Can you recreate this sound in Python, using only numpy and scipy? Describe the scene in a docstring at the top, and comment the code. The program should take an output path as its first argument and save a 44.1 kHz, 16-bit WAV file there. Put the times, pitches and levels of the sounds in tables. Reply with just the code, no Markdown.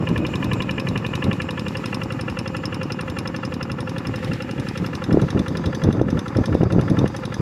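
"""Tractor in a flooded field

Some way off, a two-wheel tractor's one-cylinder diesel pulls steadily while its wheels churn the water.
Each cycle brings a knock as the fuel fires, the exhaust's pop and hiss, then valve and intake thuds.
The tractor turns slowly, so other panels face us. Gusts hit the microphone, hardest near the end."""
import sys
import numpy as np
from scipy import signal
from scipy.fft import rfft, irfft, next_fast_len
from scipy.io import wavfile
from scipy.ndimage import uniform_filter1d, minimum_filter1d, map_coordinates

SR = 44100
rng = np.random.default_rng(int(sys.argv[2]) if len(sys.argv) > 2 else 0)


def waveform_to_disk(signal):
    """Save audio, clipped to [-1, 1], as 16-bit WAV at the path in sys.argv[1]."""
    frames = np.transpose(np.atleast_2d(signal))
    scaled = np.clip(frames, -1, 1) * 32767
    samples = np.round(scaled).astype(np.int16)
    wavfile.write(sys.argv[1], SR, samples)


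N = 326781

# How hard the engine works: time_s, knock_change_db, exhaust_change_db
ENGINE_EFFORT = [(0, -2, -3), (1.4, 1.5, -0.5), (2.2, -0.2, 0), (3.3, 0.5, 1.5), (4.2, -2.5, 0.5),
                 (5.3, 0.5, .5), (6.5, 0.5, -2.5), (7.41, 1.5, 0.5)]


def thuds():
    """The engine's low pressure pulses repeat almost exactly from cycle to cycle."""
    # Rows are compression, burning fuel, exhaust crack, exhaust pop, silencer boom, valve and intake:
    # delay_s (from the exhaust opening), pitch_hz, level_db, rise_s
    pulses = [(-.036, 112, -32, 0.0046), (-.025, 518, -28.5, 0.0095), (-.006, 330, -27.5, 0.0026),
              (-.0035, 170, -19, 0.0042), (.003, 111, -23.5, 0.0063), (.023, 267, -20, 0.003),
              (0.049, 166, -21.5, 0.0036)]
    sound = np.zeros(N)
    for delay_s, hz, db, rise_s in pulses:
        hits = beats(delay_s, scatter_db=-0.03, jitter_s=0.00019)
        sound += amp(db) * played(hits, lambda t: swell(t, rise_s) * np.sin(2 * np.pi * hz * t))
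    return sound


def knock():
    """The fuel fires and cracks against the cylinder head, almost alike in every cycle."""
    # How the head and its covers ring: pitch_hz, width_hz, side_db, angled_db, front_db
    head_tones = [(1739, 139, 2.5, -5.5, -10.5), (1996, 110, -4, -8.5, -16.5),
                  (2417, 134, 1.5, -9.5, -17.5), (2745, 122, -1, -0.5, -16), (2860, 170, 1.5, -10, -18),
                  (3330, 79, -17, -14, -19)]
    force = strike(beats(-0.019, scatter_db=0, jitter_s=0.00003), decay_s=0.005)
    ring = unit(radiate(force, head_tones, vary_db=-0.44))
    crack = colour(force, [(900, -36), (1700, 8), (2900, -6), (3600, -7), (7000, -22), (14000, -41)])
    knock_db, _ = curves(ENGINE_EFFORT)
    return amp(knock_db - 40.5) * (ring + amp(-10) * crack)


def piston_slap():
    """As the fuel fires, the piston rocks against the cylinder wall and shakes the engine case."""
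    # How the case rings: pitch_hz, width_hz, side_db, angled_db, front_db
    case_tones = [(833, 95, -7, -4, -4), (1021, 77, 4, -4.5, -4), (1139, 96, 1.5, -3.5, -6),
                  (1345, 153, -9, 0.5, -1.5)]
    force = strike(beats(-0.0222, scatter_db=0.45, jitter_s=0.00006), decay_s=0.0082)
    ring = unit(radiate(force, case_tones, vary_db=0.5))
    clatter = unit(resonate(force, hz=1364, width_hz=1150))
    knock_db, _ = curves(ENGINE_EFFORT)
    return amp(knock_db - 42) * (ring + amp(-10.5) * clatter)


def exhaust():
    """Each jet of gas hisses through the pipe and trails off; now and then one spits harder."""
    # How the pipe rings: pitch_hz, width_hz, side_db, angled_db, front_db
    pipe_tones = [(1050, 156, 11.5, 0.5, -14), (1787, 460, -1, -6, -1), (2550, 930, 4, -2, -6.5),
                  (3626, 630, 4, -6, 1), (5214, 500, -1.5, 1, -3), (6020, 300, -5, -14.5, -2.5),
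                  (9280, 1200, -12, -14.5, -22), (10200, 1340, -16, -21.5, -14.5),
                  (11760, 520, -13, -18, -23)]
    # The harder puffs: time_s, extra_db
    spits = [(.445, 1.5), (1.95, 6.5), (2.39, 2.5), (3.19, 4), (3.28, 2), (6.46, 5)]
    t = np.arange(N) / SR
    spit_db = sum(db * (np.abs(t - s) < 0.04) for s, db in spits)
    puffs = amp(spit_db) * beats(-0.002, scatter_db=1.5, jitter_s=0.00047)
    jet = played(puffs, lambda t: swell(t, peak=0.0026) + 0.16 * swell(t, peak=0.0094))
    hiss = radiate(jet * rng.standard_normal(N), pipe_tones, vary_db=2.1)
    _, exhaust_db = curves(ENGINE_EFFORT)
    return amp(exhaust_db - 42.5) * unit(hiss)


def machinery():
    """Fan and gears churn, frame and panels drone, and the valve parts clack once a cycle."""
    # Low churn of fan and frame: pitch_hz, relative_db
    churn_spectrum = [(25, -67), (60, -4), (110, -1), (300, 3), (420, -6), (560, -2), (660, -12),
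                      (1200, -12), (3000, -63)]
    # Thin panels that keep shivering: pitch_hz, width_hz, side_db, angled_db, front_db
    panel_tones = [(1740, 250, -5, -7, -9.5), (2512, 200, 3, -4.5, -17), (2818, 230, -3, -5, -15.5)]
    # The machine's steady hiss: pitch_hz, width_hz, side_db, angled_db, front_db
    hiss_bands = [(3620, 670, 4, -3, 5.5), (4800, 640, -17, -5, 6.5), (5270, 450, 2, 0.5, -8),
                  (6080, 600, -5, -12, 0.5), (7160, 670, 2, -1, -9.5), (11500, 1500, -13, -18, -20)]
    churn = amp(-37) * noise(churn_spectrum)
    gears = amp(-43 + 2.8 * wobble(70)) * noise([
        (500, -38), (720, -3), (900, 1), (1250, 2), (1500, -3.5),
        (2000, -6.5), (2800, -12), (3400, -32), (6000, -53)])
    drone = amp(-43) * unit(resonate(rng.standard_normal(N), hz=517.3, width_hz=67))
    panels = amp(-48.5) * unit(radiate(rng.standard_normal(N), panel_tones, vary_db=2))
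    hiss = amp(-56.5) * unit(radiate(rng.standard_normal(N), hiss_bands, vary_db=2.5))
    valve_hits = beats(0.025, scatter_db=1.5, jitter_s=0.000099)
    clack = amp(-46.5) * unit(resonate(valve_hits, hz=817, width_hz=470))
    return churn + gears + drone + panels + hiss + clack


def wind():
    """Swirling air rumbles on the microphone; strong gusts add a rasp and sharp thumps."""
    # The wind's rumble: pitch_hz, relative_db
    rumble_spectrum = [(12, -60), (20, -29), (96, 1), (163, 2), (261, -5), (308, -3), (368, -9.5),
                       (520, -13), (822, -31.5), (1300, -57), (2200, -120)]
    # Small swirls that thump the microphone: start_s, relative_db, pitch_hz
    swirls = [(.112, -14, 224), (5.121, -11, 262), (5.144, -6.5, 257), (5.172, -3, 310), (5.363, -16, 229),
              (5.888, -1.5, 226), (6.014, 2.5, 330), (6.387, -8, 276), (6.551, -4.5, 328), (6.609, -5, 284),
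              (6.632, -2, 310), (6.762, -8, 240), (6.784, -3, 270), (7.042, -5, 298)]
    wind_db = wind_strength()
    lumps = unit(amp(2.4 * wobble(90)))
    rumble = amp(wind_db + 0.42) * lumps * noise(rumble_spectrum)
    flutter = unit(amp(4 * wobble(130)))
    rasp_noise = noise([(200, -9), (600, 1.5), (1400, -6.5), (2500, -24), (6000, -63)])
    rasp = amp(1.405 * wind_db - 14) * flutter * rasp_noise  # grows faster than the rumble
    thumps = np.zeros(N)
    for start_s, db, hz in swirls:
        cycles = hz * np.maximum(np.arange(N) / SR - start_s, 0)
        thumps += amp(db) * swell(cycles, peak=0.31) * np.sin(2 * np.pi * cycles)
    return rumble + rasp + amp(4) * thumps


def wind_strength():
    """The wind's level in dB: each gust rises, holds and falls away on top of the breeze."""
    # The breeze between gusts: time_s, level_db
    breeze = [(0, -26), (1.2, -29.5), (2.2, -32), (4.8, -35.5), (5.7, -29), (6.3, -38), (7.41, -35)]
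    # Gusts that hit the microphone: start_s, hold_s, level_db
    gusts = [(0.007, 0.025, -20), (0.102, 0.026, -18.5), (0.16, 0.077, -24), (0.418, 0.179, -25.5),
             (0.872, 0.094, -23.5), (1.241, 0.062, -19.5), (4.075, 0.062, -27.5), (4.28, 0.057, -24.5),
             (4.58, 0.041, -25.5), (4.81, 0.032, -24.5), (5.09, 0.1, -16), (5.222, 0.025, -16),
             (5.35, 0.058, -18), (5.516, 0.067, -25), (5.666, 0.028, -19), (5.844, 0.063, -12.5),
             (5.931, 0.16, -15), (6.127, 0.061, -19.5), (6.365, 0.053, -17), (6.479, 0.098, -19.5),
             (6.61, 0.058, -11.5), (6.703, 0.1, -16.5), (6.81, 0.077, -24), (6.907, 0.04, -17.5),
             (6.976, 0.082, -17), (7.396, 0.033, -18.5)]
    rise_s, fall_s = 0.007, 0.008
    t = np.arange(N) / SR
    power = amp(curves(breeze)[0] + 0.75 * wobble(13)) ** 2
    for start_s, hold_s, db in gusts:
        fade = np.maximum(start_s - t, 0) / rise_s + np.maximum(t - start_s - hold_s, 0) / fall_s
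        power += (amp(db) * np.exp(-np.minimum(fade, 20))) ** 2
    return 10 * np.log10(power)


def water():
    """The cage wheels churn the water into a distant fizz and now and then throw up a splash."""
    # How loud the water fizzes: time_s, level_db
    fizz_levels = [(0, -58), (1.8, -55.5), (3.3, -60.5), (4.8, -56), (6, -57.5)]
    # The tone of the fizz: pitch_hz, relative_db
    fizz_spectrum = [(1500, -10), (4300, 0), (7300, -6.5), (8500, -14.5), (11000, -12.5), (16000, -16)]
    # Water thrown up by the wheels: middle_s, level_db, half_length_s
    splashes = [(1.825, -45, 0.14), (4.266, -42, 0.15), (4.733, -45, 0.13), (5.3, -52, 0.26)]
    fizz = amp(curves(fizz_levels)[0] + 1.9 * wobble(25)) * noise(fizz_spectrum)
    t = np.arange(N) / SR
    surge = sum(amp(db) * np.exp(-((t - s) / half_s) ** 2) for s, db, half_s in splashes)
    spray = noise([(900, -20), (1800, 7.5), (3200, -1.5), (4500, -8.5),
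                   (7000, -18), (12000, -24), (16000, -24)])
    return fizz + surge * amp(2.3 * wobble(70)) * spray


def exhaust_openings():
    """The times when the exhaust opens: once a cycle, with a spare at each end."""
    # The engine's almost steady speed: time_s, firings_per_s
    speed = [(0, 11.281), (1.25, 11.275), (1.7, 11.418), (2.3, 11.257), (3.7, 11.327), (4.3, 11.348),
             (5.1, 11.344), (5.45, 11.248), (6.4, 11.298)]
    rate, = curves(speed)
    cycles = np.cumsum(rate) / SR
    times = 0.0004 + np.interp(np.arange(int(cycles[-1]) + 1), cycles, np.arange(N) / SR)
    return np.r_[times[0] - 1 / rate[0], times, times[-1] + 1 / rate[-1]]


def beats(delay_s, scatter_db, jitter_s):
    """One click a cycle, delay_s from the exhaust opening, a little random in level and timing."""
    openings = exhaust_openings()
    chance = rng.standard_normal((len(openings), 2))
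    at = np.round((openings + delay_s + jitter_s * chance[:, 0]) * SR).astype(int)
    inside = (at >= 0) & (at < N)
    return np.bincount(at[inside], amp(scatter_db * chance[inside, 1]), N)


def strike(blows, decay_s, loose=0.5):
    """The parts rattle the same way at every blow, apart from a loose, random share."""
    fade = played(blows, lambda t: np.exp(-t / decay_s))
    fresh = fade * rng.standard_normal(N) / np.sqrt(decay_s * SR / 2)
    return played(blows, lambda t: rattle(t, decay_s)) + loose * fresh


def rattle(t, decay_s):
    """A dying cluster of tiny hits, about equally strong at every pitch."""
    x = np.exp(-t / decay_s) * rng.standard_normal(len(t))
    for _ in range(12):
        evened = irfft(np.exp(1j * np.angle(rfft(x))), len(t))
        x = evened * np.exp(-(t / decay_s / 2) ** 2 / 2)
    return x / np.linalg.norm(x)


def radiate(x, tones, vary_db):
    """Rings x at each tone; how loud it is depends on which way the tractor faces."""
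    # The tractor's slow turn: time_s, facing (0 side, 1 angled, 2 front)
    turn = [(0, 0), (1.3, 0.36), (1.95, 0.93), (3.4, 1.27), (4.6, 1.21), (5.2, 1.72), (5.7, 2)]
    facing, = curves(turn)
    sound = np.zeros(N)
    for hz, width_hz, *levels_db in tones:
        db = np.interp(facing, [0, 1, 2], levels_db) + vary_db * wobble(12)
        sound += amp(db) * resonate(x, hz, width_hz)
    return sound


def resonate(x, hz, width_hz, passes=2):
    """Makes x ring around one pitch; more passes cut the other pitches harder."""
    return filtered(x, lambda f: (1j * f * width_hz / (hz * hz - f * f + 1j * f * width_hz)) ** passes)


def played(clicks, shape):
    """Every click starts a short shape, given as a function of time."""
    return signal.fftconvolve(clicks, shape(np.arange(SR // 10) / SR))[:N]


def swell(t, peak):
    """Rises smoothly to 1 at t = peak, then dies away."""
    return (t / peak * np.exp(1 - t / peak)) ** 2


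def noise(spectrum):
    """Noise shaped by (pitch_hz, relative_db) points."""
    return colour(rng.standard_normal(N), spectrum)


def colour(x, spectrum):
    """Shapes x by (pitch_hz, relative_db) points and scales it to strength 1."""
    hz, db = np.transpose(spectrum)
    return unit(filtered(x, lambda f: amp(np.interp(np.log(f + 1), np.log(hz + 1), db))))


def filtered(x, response):
    """Multiplies each frequency in x by response(hz)."""
    size = next_fast_len(N + SR // 2)
    return irfft(rfft(x, size) * response(np.fft.rfftfreq(size, 1 / SR)), size)[:N]


def wobble(rate):
    """A smooth curve through rate random points a second."""
    return map_coordinates(rng.standard_normal(int(N * rate / SR) + 4), [np.arange(N) * rate / SR])


def curves(rows):
    """One value per sample for each column after the time."""
    times, *columns = np.transpose(rows)
    return [np.interp(np.arange(N) / SR, times, column) for column in columns]


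def amp(db):
    """Turns decibels into a gain."""
    return 10 ** (np.asarray(db) / 20)


def unit(x):
    """Scales x to an average strength (rms) of 1."""
    return x / np.sqrt(np.mean(x ** 2) + 1e-20)


def scene():
    """Engine and water lose narrow bands of pitch across the field; the wind is at the microphone."""
    # Bands that fade as the tractor moves: middle_s, half_length_s, pitch_hz, width_hz, depth (0 to 1)
    dips = [(4.2, 3, 630, 106, 1), (4.55, 0.24, 1095, 260, .85), (4.3, .2, 980, 200, 0.45),
            (6.7, 1.2, 4150, 150, 1), (3.2, 0.83, 7870, 460, 1)]
    far = thuds() + knock() + piston_slap() + exhaust() + machinery() + water()
    t = np.arange(N) / SR
    for middle_s, half_s, hz, width_hz, depth in dips:
        cut = depth * np.exp(-((t - middle_s) / half_s) ** 4)
        far = far - cut * resonate(far, hz, width_hz, passes=1)
    return (far + wind())[None]


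def record(dry):
    """The microphone loses deep bass and high treble; a limiter turns the hardest gusts down."""
    bass_hz, treble_hz, top_hz, ceiling_db = 33, 13000, 15800, -0.6
    sound = filtered(dry[0], lambda hz: hz ** 2 / np.hypot(hz ** 2, bass_hz ** 2)
                     / np.sqrt(1 + (hz / treble_hz) ** 10))
    safe_gain = np.minimum(1, amp(ceiling_db) / (np.abs(sound) + 1e-9))
    hold = round(0.046 * SR)
    held_gain = minimum_filter1d(safe_gain, 2 * hold + 1, origin=hold // 2)
    smooth_gain = uniform_filter1d(held_gain, hold)
    return filtered(sound * smooth_gain, lambda hz: hz < top_hz)[None]


dry = scene()
out = record(dry)
waveform_to_disk(out)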